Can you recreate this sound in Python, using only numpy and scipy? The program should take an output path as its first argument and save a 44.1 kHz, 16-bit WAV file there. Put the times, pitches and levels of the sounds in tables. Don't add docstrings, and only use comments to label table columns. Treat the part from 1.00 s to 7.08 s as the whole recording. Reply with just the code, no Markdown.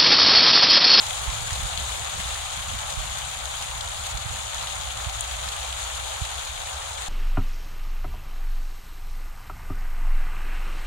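import sys
import numpy as np
from scipy import signal
from scipy.fft import rfft, irfft
from scipy.io import wavfile
from scipy.ndimage import uniform_filter1d

SR = 44100
rng = np.random.default_rng(int(sys.argv[2]) if len(sys.argv) > 2 else 0)


def unload_wav(signal):
    wavfile.write(
        sys.argv[1],
        SR,
        np.round(np.clip(np.atleast_2d(signal).T, -1, 1) * 32767).astype(np.int16),
    )


N = 268348
TIME = np.arange(N) / SR
HZ = np.fft.rfftfreq(N, 1 / SR)


def gain_of(db):
    return 10 ** (np.asarray(db) / 20)


def unit_level(x):
    return x / np.sqrt(np.mean(x ** 2) + 1e-20)


def wander(shape, steps):
    return unit_level(uniform_filter1d(rng.standard_normal(shape), size=steps))


def at_pitch(rows, hz):
    row_hz, value = np.transpose(rows)
    return np.interp(np.log(hz + 1), np.log(row_hz + 1), value)


def over_time(rows):
    return np.interp(TIME, *np.transpose(rows))


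def add(mix, start_s, sound):
    part = mix[max(round(start_s * SR), 0):][:len(sound)]
    part += sound[:len(part)]


def colour(x, rows):
    log_gain = np.log(gain_of(at_pitch(rows, abs(np.fft.fftfreq(4096, 1 / SR)))))
    click_response = np.fft.ifft(np.exp(np.conj(signal.hilbert(log_gain)))).real[:2048]
    return signal.oaconvolve(x, click_response)[:N]


def stereo_noise(tone, alike, left_late_s=0):
    right, own = rfft(rng.standard_normal((2, N)))
    left = alike * right + np.sqrt(1 - alike ** 2) * own
    left *= np.exp(-2j * np.pi * HZ * left_late_s)
    return unit_level(irfft(np.array([left, right]) * gain_of(at_pitch(tone, HZ)), N))


# time in seconds, relative level in dB.
RAIN_STRENGTH = [(0.0, -33), (2.7, -36), (5.1, -35.5), (5.8, -37.5), (6.08, -37.5)]
# time in seconds, relative level in dB.
ROAR_STRENGTH = [(0.0, -64.5), (1.07, -64), (1.55, -75), (3.3, -72), (4.9, -69), (6.08, -67.5)]
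# frequency in Hz, relative level in dB.
FAR_RAIN_TONE = [(120, -64), (300, -33), (350, -23), (420, -14), (520, -4), (780, 2.5), (1000, -3),
                 (1300, -2), (1800, -8), (4000, -11.5), (8000, -14), (16000, -23)]
# frequency in Hz, likeness from 0 (unrelated) to 1 (same).
FAR_RAIN_LIKENESS = [(200, 1), (520, 0.65), (720, 0.35), (900, 0), (1350, 0.3), (2000, 0), (4000, 0.07)]


def far_rain(level_db=-35.5, patchy_db=1.27, waver_db=2):
    wash = stereo_noise(FAR_RAIN_TONE, at_pitch(FAR_RAIN_LIKENESS, HZ), left_late_s=0.0009185)
    hz, t, grid = signal.stft(wash, SR, nperseg=512, noverlap=384)
    patches = uniform_filter1d(rng.standard_normal(grid.shape[1:]), size=10, axis=0)
    patches = unit_level(uniform_filter1d(patches, size=14, axis=1))
    flicker, waver = wander((2, len(t)), steps=14)
    curves = over_time(RAIN_STRENGTH), over_time(ROAR_STRENGTH)
    rain_change, roar_change = (np.interp(t, TIME, curve - curve.mean()) for curve in curves)
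    treble_share = at_pitch([(700, 0.067), (3000, 0.85)], hz)[:, None]
    bass_share = at_pitch([(380, 0.99), (560, 0.024)], hz)[:, None]
    treble_db = treble_share * (rain_change + 1.18 * flicker)
    bass_db = bass_share * (roar_change + waver_db * waver)
    grid *= gain_of(treble_db + bass_db + patchy_db * patches)
    return gain_of(level_db) * signal.istft(grid, SR, nperseg=512, noverlap=384)[1][:, :N]


def leaf_tick(hz, cycles, spray, spray_s):
    t = np.arange(1500) / SR
    ring = np.diff(np.exp(-t * hz / cycles) * np.sin(2 * np.pi * hz * t), prepend=0)
    ring /= np.linalg.norm(ring)
    droplets = rng.standard_normal(len(t)) ** 3 * np.exp(-t / spray_s)
    return ring + spray * np.convolve(ring, droplets / np.linalg.norm(droplets))[:len(t)]


def patter(per_s, gain_db, spread_db, range_hz, leaves, cycles, spray, spray_s):
    out = np.zeros((2, N))
    for hz in np.geomspace(*range_hz, leaves):
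        chance = rng.random(N) * SR * leaves / per_s
        side = rng.uniform(-1, 1)
        lands = chance < 1
        drops = np.zeros(N)
        drops[lands] = gain_of(spread_db * np.minimum(-np.log(chance[lands]), np.e))
        leaf = signal.oaconvolve(drops, leaf_tick(hz, cycles, spray, spray_s))
        for mic, sign in enumerate((1, -1)):
            add(out[mic], 0.0007 * (1 + sign * side), leaf * gain_of(-sign * 1.7 * side))
    thin = [(200, -45), (450, -20), (900, -3), (2400, -9)]
    out = unit_level(np.array([colour(x, thin) for x in out]))
    return gain_of(gain_db + over_time(RAIN_STRENGTH)) * out


# frequency in Hz, relative level in dB.
RUMBLE_TONE = [(10, -29), (25, -4.5), (45, -5.5), (62, 6.5), (85, -5), (115, -11), (160, -29), (220, -35),
               (320, -35), (700, -73)]


def rumble(start_db=-41.0, fade_db_per_s=0.38, swell_db=1.2):
    noise = stereo_noise(RUMBLE_TONE, alike=0.66)
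    level_db = start_db - fade_db_per_s * TIME + swell_db * wander(N, steps=9000)
    return gain_of(level_db) * noise * gain_of([[0.65], [-0.65]])


# frequency in Hz, relative level in dB.
RUB_TONE = [(10, -22), (30, -4.5), (70, -1), (110, 3.5), (160, -7.5), (220, -14.5), (300, -33), (700, -62)]
# time in seconds, level on the right in dB.
RUB_STRENGTH = [(0.0, -45), (2.8, -47), (6.08, -58.5)]


def finger_rub(lumpy_db=5.0, left_db=-5, rise_s=0.036, settle_s=0.14):
    since_thump = np.maximum(TIME - np.array(HAND_THUMPS)[:, :1], 0)
    unrest = (np.minimum(since_thump / rise_s, 1) * np.exp(-since_thump / settle_s)).max(axis=0)
    lumps = gain_of(lumpy_db * np.tanh(wander(N, steps=2500)))
    rub = unit_level(stereo_noise(RUB_TONE, alike=0.6) * lumps)
    return gain_of(over_time(RUB_STRENGTH) + 5.5 * unrest) * rub * gain_of([[left_db], [0]])


# start in seconds, relative strength in dB, pitch in Hz,
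# how much louder on the left than on the right in dB.
NEAR_DRIPS = [(0.0664, -11, 4000, -4), (0.1066, -10, 3500, 3), (0.5304, -10, 6100, -4),
              (0.775, -12, 3600, 9), (1.201, -11, 1500, 0), (1.2889, -13, 4940, -3), (1.788, -13, 3450, -3),
              (2.1865, -14, 10570, 15), (2.4546, -13, 3510, 1), (2.6242, -11, 5250, -5),
              (2.8082, -10.5, 3850, 3), (3.068, -12, 3200, -7), (3.1736, -12.5, 3960, 2),
              (3.5444, -12.5, 5340, -1), (4.2078, -8, 9100, 11), (4.4876, -9.5, 4110, -6),
              (4.726, -12, 2960, -5), (5.252, -11, 1700, -2)]


def near_drips(gain_db=3.0, ring_s=0.00016, spray_s=0.004, left_late_s=0.00104):
    out = np.zeros((2, N))
    for start_s, db, hz, pan_db in NEAR_DRIPS:
        spray = 1.67 * at_pitch([(5000, 0.86), (9000, 0.28)], hz)
        for mic, sign in enumerate((1, -1)):
            drop = leaf_tick(hz, hz * ring_s, spray, spray_s)
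            drop *= gain_of(db + gain_db + sign * pan_db / 2) / np.linalg.norm(drop)
            add(out[mic], start_s + left_late_s * (mic == 0), drop)
    return out


def swing(t, hz, rise_s):
    return t / rise_s * np.exp(1 - t / rise_s) * np.sin(2 * np.pi * hz * t)


# start in seconds, relative level in dB, pitch in Hz, rise in seconds.
HAND_THUMPS = [(0.274, -23, 56, 0.011), (0.52, -28.5, 78, 0.0069), (0.625, -26, 50, 0.015),
               (1.972, -21.5, 48, 0.0097), (3.145, -25, 44, 0.0086), (3.258, -29, 76, 0.0047),
               (4.066, -25, 63.6, 0.0067), (5.216, -22, 57.4, 0.0046)]


def hand_thumps(gain_db=7, left_db=-16):
    out, t = np.zeros(N), np.arange(SR // 5) / SR
    for start_s, db, hz, rise_s in HAND_THUMPS:
        add(out, start_s - 0.003, gain_of(db + gain_db) * swing(t, hz, rise_s))
    muffled = [(15, -27), (40, -10.0), (150, 4.5), (320, -19), (800, -63)]
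    return colour(out, muffled) * gain_of([[left_db], [0]])


# start in seconds, relative level in dB, pitch in Hz.
LEAF_PLOPS = [(1.192, -42.5, 175), (1.731, -47.5, 218), (4.461, -47.5, 174)]


def leaf_plops(gain_db=3, rise_s=0.0056):
    out, t = np.zeros(N), np.arange(SR // 8) / SR
    for start_s, db, hz in LEAF_PLOPS:
        add(out, start_s, gain_of(db + gain_db) * swing(t, hz, rise_s))
    return out


def scene():
    fine = patter(per_s=1500, gain_db=-5.0, spread_db=3.0, range_hz=(2000, 12400), leaves=48,
                  cycles=1.3, spray=0.61, spray_s=0.0043)
    pats = patter(per_s=200, gain_db=-13, spread_db=2.0, range_hz=(544, 1780), leaves=16,
                  cycles=0.71, spray=0.42, spray_s=0.0045)
    splashes = patter(per_s=200, gain_db=-8.5, spread_db=3.0, range_hz=(2940, 6100), leaves=32,
                      cycles=0.68, spray=1.15, spray_s=0.0071)
    taps = patter(per_s=14, gain_db=-12, spread_db=0.5, range_hz=(1850, 5000), leaves=12,
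                  cycles=0.7, spray=1.3, spray_s=0.01)
    rain = far_rain() + fine + pats + splashes + taps + near_drips() + leaf_plops()
    return rain + rumble() + finger_rub() + hand_thumps()


# frequency in Hz, boost or cut in dB.
LEFT_MIC_TONE = [(350, 1), (700, -1), (1800, 1.06), (2700, 3.5), (3450, 10), (4100, 6.5), (5250, -6.5),
                 (6000, 0.5), (6850, 13), (7300, 7.5), (8500, 5.5), (11000, -13), (13200, -16.5),
                 (15700, -5.5)]
RIGHT_MIC_TONE = [(350, 3.5), (700, -0.14), (1800, 1), (3500, -0.5), (5300, -2.5), (6900, 1), (7300, -1.5),
                  (8400, 1), (9600, 6.5), (11500, -1.9), (13500, -4.5), (15700, -12)]


def record(dry):
    heard = np.array([colour(dry[0], LEFT_MIC_TONE), colour(dry[1], RIGHT_MIC_TONE)])
    treble_cut = signal.firwin(511, cutoff=15900, window=("kaiser", 9), fs=SR)
    return signal.oaconvolve(heard, treble_cut[None], "same")


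dry = scene()
out = record(dry)
unload_wav(out)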